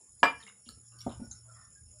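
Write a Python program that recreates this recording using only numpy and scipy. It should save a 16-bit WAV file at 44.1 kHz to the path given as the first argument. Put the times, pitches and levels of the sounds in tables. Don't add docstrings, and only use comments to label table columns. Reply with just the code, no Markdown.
import sys
import numpy as np
from scipy import signal
from scipy.fft import rfft, irfft, next_fast_len
from scipy.io import wavfile
from scipy.ndimage import uniform_filter1d, map_coordinates

SR = 44100
rng = np.random.default_rng(int(sys.argv[2]) if len(sys.argv) > 2 else 0)


def undo_db(level):
    steps = np.asarray(level, float) / 20
    return 10 ** steps


def unload_wav(signal):
    wavfile.write(
        sys.argv[1],
        SR,
        np.round(np.clip(np.atleast_2d(signal).T, -1, 1) * 32767).astype(np.int16),
    )


N = 88200
T = np.arange(SR // 2) / SR

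# start in seconds, peak level in dB.
KNOCKS = [
    (.2305, -9),
    (.2345, -16),
    (.2395, -20),
]
TABLE_HZ = [275, 468, 545, 715, 915, 980, 1115, 1281, 1670, 1733, 2070, 2900]
# level in dB, time to fall 60 dB in seconds.
TABLE_RING = [(-14, 0.19), (-7.5, 0.077), (-6, 0.075), (4.5, 0.077), (4, 0.18), (5.5, 0.064), (5, 0.09),
              (-6, 0.045), (11.5, 0.05), (-10, 0.086), (-4, 0.013), (3, 0.043)]
DISH_HZ = [2388, 2375, 4897, 4906, 7515, 7998, 11826]
# level in dB, time to fall 60 dB in seconds.
DISH_RING = [(-14.5, .21), (-15, .23), (-32, .22), (-42, .34), (-36, .1), (-29, .09), (-42, .13)]
DISH_BEAT_S = [.021, .021, .105, .105, 0, 0, 0]
# frequency in Hz, level in dB per Hz.
SPLASH_COLOUR = [(59, -54.5), (100, -25.5), (942, -15), (1430, -8), (1700, -16), (4640, -27), (4940, -23.5),
                 (8170, -42.5), (15000, -77.5)]
# frequency in Hz, time to fall 60 dB in seconds.
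SPLASH_FADE = [(150, 0.32), (700, 0.19), (1600, 0.19), (3000, 0.26), (5000, 0.1), (9000, 0.11), (15000, .1)]

THUD_S = [.222, .665, .69, .77, 1.063, 1.078, 1.197, 1.216, 1.24, 1.2245, 1.253, 1.0675]
# peak level in dB, time to fall 60 dB in seconds, corner above which it is dull in Hz.
THUDS = [(-42.5, .05, 850), (-49, 0.19, 290), (-40, 0.071, 186), (-56.5, 0.16, 430), (-23.5, 0.067, 1700),
         (-15.5, 0.014, 5000), (-36, 0.048, 770), (-31.5, 0.097, 260), (-39.5, 0.083, 330), (-56, .06, 160),
         (-35, 0.046, 120), (-24.5, 0.01, 1800)]
# frequency in Hz, level in dB.
THUD_NOTES = [(85, -8.5), (228, 6.5), (330, -6.5), (565, -4), (713, -3.5), (915, -6), (1350, -12.5)]

TICK_S = [.2015, .4277, .477, .6888, .689, .6893, .6896, .922, .9874, 1.0054, 1.006, 1.015, 1.094, 1.3115,
          1.312, 1.3142, .9878, .989, 1.006, 1.012, 1.014, 1.023, 1.1185, .4821, .482, .474, .4905, .498,
          .474, .435, 1.016, 1.3125, 1.316, .2305, .2305, .2345, .231, .692, 1.124, 1.2158, 1.1965, 1.0645,
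          1.079, 1.0058, .9878]
TICK_HZ = [4300, 3700, 2850, 1300, 13000, 8600, 4400, 2800, 4700, 5400, 11500, 5500, 3800, 6600, 4200, 6500,
           5430, 3080, 3870, 3080, 4550, 5600, 2850, 2850, 1150, 5300, 3700, 1550, 3700, 3300, 7300, 7100,
           4000, 3000, 4300, 5500, 14500, 1650, 3700, 236, 240, 715, 600, 9000, 12500]
# peak level in dB, time to fall 60 dB in seconds.
TICKS = [(-61.5, .02), (-49.5, 0.033), (-51, 0.03), (-55.5, 0.081), (-53.5, 0.0069), (-39, 0.015),
         (-34.5, 0.013), (-68.5, 0.11), (-51, 0.017), (-43, 0.049), (-44, 0.0082), (-44, 0.023),
         (-52, 0.054), (-41, 0.016), (-56.5, 0.063), (-37, 0.083), (-54, 0.053), (-65, .03), (-55.5, 0.078),
         (-60, 0.05), (-66, 0.023), (-45, 0.017), (-59.5, 0.12), (-52, 0.042), (-47.5, 0.0091),
         (-54, 0.035), (-54, 0.022), (-52.5, 0.014), (-60, 0.015), (-50.5, 0.014), (-46.5, .02),
         (-37.5, 0.044), (-63, 0.044), (-22, 0.015), (-30.5, .01), (-29, .012), (-50.5, .01), (-62, 0.062),
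         (-54, 0.024), (-45, 0.099), (-49.5, 0.07), (-44, 0.081), (-40, 0.03), (-50, .005), (-56, .005)]

RUB_S = [.40, .465, .652, .688, .69, .90, .972, .985, 1.0, 1.055, 1.09, 1.095, 1.19, 1.2, 1.24, 1.3, 1.44,
         1.47, 1.53, 1.55, 1.75, 1.93, 1.063, .68, 1.42, 0, 0, 1.3, 1.325, 1.79, 1.213, 1.313, .41, .475,
         .39]
RUB_HZ = [3300, 1700, 3200, 13500, 4500, 1250, 13000, 4500, 3300, 15000, 3300, 1200, 700, 1450, 14500, 1450,
          620, 1400, 3300, 1450, 1630, 610, 750, 450, 950, 830, 300, 810, 1330, 68, 245, 4000, 200, 2500,
          1500]
# length in seconds,
# level in dB, width in Hz.
RUBS = [(0.047, -63, 3200), (0.021, -51.5, 1700), (0.073, -63.5, 820), (0.035, -67.5, 5000),
        (0.063, -89, 4200), (0.36, -68, 270), (0.11, -78, 3800), (0.027, -62.5, 920), (0.066, -62.5, 3500),
        (0.032, -74, 1500), (0.072, -61.5, 1200), (0.064, -55.5, 420), (0.096, -64, 380), (0.098, -66, 28),
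        (0.044, -77.5, 4300), (0.1, -67, 260), (0.2, -72, 130), (0.19, -65, 190), (0.038, -70.5, 34),
        (0.13, -64, 250), (0.047, -62.5, 23), (0.049, -64, 17), (.04, -45.5, 245), (0.12, -70, 130),
        (0.25, -78, 357), (0.041, -74.5, 150), (0.062, -71, 250), (.07, -73, 65), (0.02, -58.5, 39),
        (.22, -60, 32.8), (0.052, -55, 64), (0.028, -63, 440), (.2, -68.5, 93), (0.039, -64.5, 620),
        (.09, -63, 670)]

# frequency in Hz, time to fall 60 dB in seconds.
ROOM_FADE = [(200, 0.14), (1500, 0.31), (5000, 0.18), (12000, 0.13)]

# centre in Hz, width in Hz, level in dB, chirps per second, chirp depth in dB.
CHORUSES = [
    (5270, 380, -73, 3, 0),
    (5340, 80, -72.5, 8.1, 5),
    (6904, 150, -66, 10.5, 4.5),
    (7110, 520, -67.5, 4.7, 5),
    (9960, 730, -62.5, 9, 0),
]
# time in seconds, level in dB.
LOW_CHORUS_NEARNESS = [(0, -9), (.2, -4), (.4, 4.5), (.5, -5), (.56, -12), (.72, 7), (.82, -9.5), (.88, -1),
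                       (1.2, 3), (1.4, 4.5), (1.46, -11), (1.56, 4), (1.72, -4.5), (1.85, -3.5), (2, 1.5)]
# time in seconds, pitch in Hz.
LEAD_SINGER = [(0.0, 5520), (0.22, 4960), (0.37, 5480), (0.49, 5150), (0.67, 5650), (0.81, 5243),
               (0.85, 5460), (1.02, 5490), (1.14, 5200), (1.2, 5543), (1.6, 5283), (1.67, 5590),
               (1.75, 5250), (2.0, 5490)]

# frequency in Hz, level in dB per Hz.
HISS_COLOUR = [(40, -38.5), (200, -1.5), (1600, -10.5), (4400, -18), (6200, -8.5), (8600, 1.5),
               (10900, -11.5), (11500, -29)]
# frequency in Hz, level in dB per Hz.
RUMBLE_COLOUR = [(20, -42.5), (45, -14), (70, -3.5), (114, -7.5), (211, -17), (400, -36), (1100, -120)]
# time in seconds, level in dB.
RUMBLE_LEVEL = [(0.0, -88), (0.26, -57.5), (0.49, -83), (0.73, -67), (0.99, -63.5), (1.09, -56.5),
                (1.15, -53), (1.25, -72), (1.32, -62.5), (1.98, -68.5), (2.0, -67)]
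# time in seconds, pitch in Hz, level in dB.
HUM = [(0.4, 115.4, -79), (1.054, 117.7, -55.5), (1.064, 115.8, -45), (1.312, 115.3, -61.5),
       (1.526, 116.2, -54), (1.732, 114.9, -81), (1.794, 109.8, -68.5), (2.0, 114.7, -62)]


def unit(x):
    return x / np.sqrt(np.mean(x ** 2) + 1e-20)


def along(points, hz):
    point_hz, values = np.transpose(points)
    return np.interp(np.log(hz + 1), np.log(point_hz + 1), values)


def curves(rows):
    seconds, *columns = np.transpose(rows)
    return [np.interp(np.arange(N) / SR, seconds, column) for column in columns]


def wobble(rate):
    return map_coordinates(rng.standard_normal(200), [np.arange(N) * rate / SR])


def filtered(x, response):
    size = next_fast_len(len(x) + SR // 2)
    spectrum = rfft(x, size) * response(np.fft.rfftfreq(size, 1 / SR))
    return irfft(spectrum, size)[:len(x)]


def resonance(hz, width_hz):
    return lambda f: (1j * f * width_hz / (hz * hz - f * f + 1j * f * width_hz)) ** 2


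def band(hz, width_hz):
    return lambda f: np.exp(-np.abs((f - hz) / width_hz) ** 3)


def dying_noise(fade, colour=((1, 0),)):
    hz, t, z = signal.stft(rng.standard_normal(SR // 2), SR, nperseg=256)
    level_db = along(colour, hz)[:, None] - 60 * t / along(fade, hz)[:, None]
    tail = signal.istft(z * undo_db(level_db), SR, nperseg=256)[1]
    return tail / np.linalg.norm(tail)


def add(out, s, x):
    i = round(s * SR)
    out[i:i + len(x)] += x[:len(out) - i]


def in_room(x, wet_db):
    echoes = signal.fftconvolve(np.pad(x, (130, 0)), dying_noise(ROOM_FADE))
    return np.pad(x, (0, SR // 2)) + undo_db(wet_db) * echoes[:len(x) + SR // 2]


def table_knocks():
    out = np.zeros(N)
    for s, db in KNOCKS:
        wood = np.zeros(len(T))
        for hz, (note_db, t60) in zip(TABLE_HZ, TABLE_RING):
            wood += undo_db(note_db + rng.normal(0, 2.5) - 60 * T / t60) * np.sin(2 * np.pi * hz * T)
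        wood *= 1 - np.exp(-T / 0.00055)
        add(out, s, undo_db(db - 14.5) * in_room(wood, -11))
    return out


def dish():
    out, ring = np.zeros(N), np.zeros(len(T))
    for k, (hz, beat_s, (note_db, t60)) in enumerate(zip(DISH_HZ, DISH_BEAT_S, DISH_RING)):
        ring += (-1) ** k * undo_db(note_db - 60 * T / t60) * np.sin(2 * np.pi * hz * (T - beat_s))
    add(out, KNOCKS[0][0], undo_db(-4.5) * ring * (1 - np.exp(-T / .008)))
    return out


def wood_splash():
    def modes(f):
        between_db, width_hz = -9, 50
        return undo_db(between_db) + sum(np.abs(resonance(hz, width_hz)(f)) for hz in TABLE_HZ)

    out = np.zeros(N)
    noise = filtered(dying_noise(SPLASH_FADE, SPLASH_COLOUR)[:len(T)], modes)
    add(out, KNOCKS[0][0], undo_db(-20.5 + 32.5) * noise * (1 - np.exp(-T / 0.00018)))
    return out


def thuds():
    out = np.zeros(N)
    for s, (db, t60, dull_hz) in zip(THUD_S, THUDS):
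        ring = np.zeros(len(T))
        for hz, note_db in THUD_NOTES:
            fade = undo_db(note_db + rng.normal(0, 1.5) - 60 * T / t60)
            pitch = hz * (1 + 0.044 * rng.normal())
            ring += fade / (1 + (hz / dull_hz) ** 2) * np.sin(2 * np.pi * pitch * T)
        ring *= (1 - np.exp(-T / 0.0016)) ** 2
        add(out, s, undo_db(db - 4.5) * in_room(ring, -8))
    return out


def ticks():
    out, t = np.zeros(N), T[:4000]
    for s, hz, (db, t60) in zip(TICK_S, TICK_HZ, TICKS):
        notes_hz = hz * (1 + .025 * rng.standard_normal(5))
        ring = np.sin(2 * np.pi * np.outer(notes_hz, t)).sum(0)
        ring *= undo_db(-60 * t / t60) * (1 - np.exp(-t / 0.00056))
        add(out, s, undo_db(db - 8.0) * in_room(ring, -7.5))
    return out


def rubs():
    slips_per_s, slip_db, shell_db, rise = 3000, 2.5, 7, .15
    out = np.zeros(N)
    for s, hz, (length, db, width_hz) in zip(RUB_S, RUB_HZ, RUBS):
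        chance, size, side = rng.random((3, SR // 2))
        bumps = rng.standard_normal(150)
        slips = (chance < slips_per_s / SR) * undo_db(-slip_db * np.log(size)) * np.sign(side - .5)

        def shell(f):
            return resonance(hz, width_hz)(f) * undo_db(shell_db * np.interp(f, np.arange(150) * 150, bumps))

        u = T / length
        stroke = np.clip(u / rise, 0, 1) * np.clip((1.2 - u) / (1.2 - rise), 0, 1)
        add(out, s, undo_db(db) * in_room(stroke * unit(filtered(slips, shell)), -7.5))
    return out


def insects():
    clicks_per_s, click_db = 38, -2
    t, voices = np.arange(N) / SR, []
    for hz, width_hz, db, chirps_per_s, depth_db in CHORUSES:
        throb_db = click_db * np.sin(2 * np.pi * clicks_per_s * t + 0.68 * wobble(26))
        swell_db = depth_db * np.sin(2 * np.pi * chirps_per_s * t + 0.29 * wobble(7.1))
        swell_db += 0.29 * wobble(4.7)
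        rasp = undo_db(throb_db) * rng.standard_normal(N)
        voices.append(undo_db(db + swell_db) * unit(filtered(rasp, band(hz, width_hz))))
    lead_hz, = curves(LEAD_SINGER)
    drift = 2 * np.pi * np.cumsum(lead_hz - CHORUSES[1][0]) / SR
    lead = np.real(signal.hilbert(voices[1]) * np.exp(1j * drift))
    near_db, = curves(LOW_CHORUS_NEARNESS)
    return undo_db(near_db) * (voices[0] + lead) + sum(voices[2:])


def hiss():
    z = signal.stft(rng.standard_normal(N), nperseg=512)[2]
    patches = uniform_filter1d(uniform_filter1d(rng.standard_normal(z.shape), 5, 0), 9, 1)
    patchy = signal.istft(z * undo_db(4.5 * unit(patches)), nperseg=512)[1][:N]
    return undo_db(-70.5) * unit(filtered(patchy, lambda f: undo_db(along(HISS_COLOUR, f))))


def rumble():
    level_db, = curves(RUMBLE_LEVEL)
    lumps = undo_db(level_db + 1.5 + 7.1 * wobble(8))
    return lumps * unit(filtered(rng.standard_normal(N), lambda f: undo_db(along(RUMBLE_COLOUR, f))))


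def fan_hum():
    hz, level_db = curves(HUM)
    level = undo_db(level_db + 0.5 + 2.5 * wobble(9.2))
    return level * np.sin(2 * np.pi * np.cumsum(hz + 1.0 * wobble(15)) / SR)


def scene():
    contacts = table_knocks() + dish() + wood_splash() + thuds() + ticks() + rubs()
    background = insects() + hiss() + rumble() + fan_hum()
    return (contacts + background)[None]


def band_limit(x):
    return signal.sosfilt(signal.butter(12, 15590, fs=SR, output="sos"), x)


def record(dry):
    mix = filtered(dry[0], lambda f: f < 15650)[None]
    return band_limit(mix)


dry = scene()
out = record(dry)
unload_wav(out)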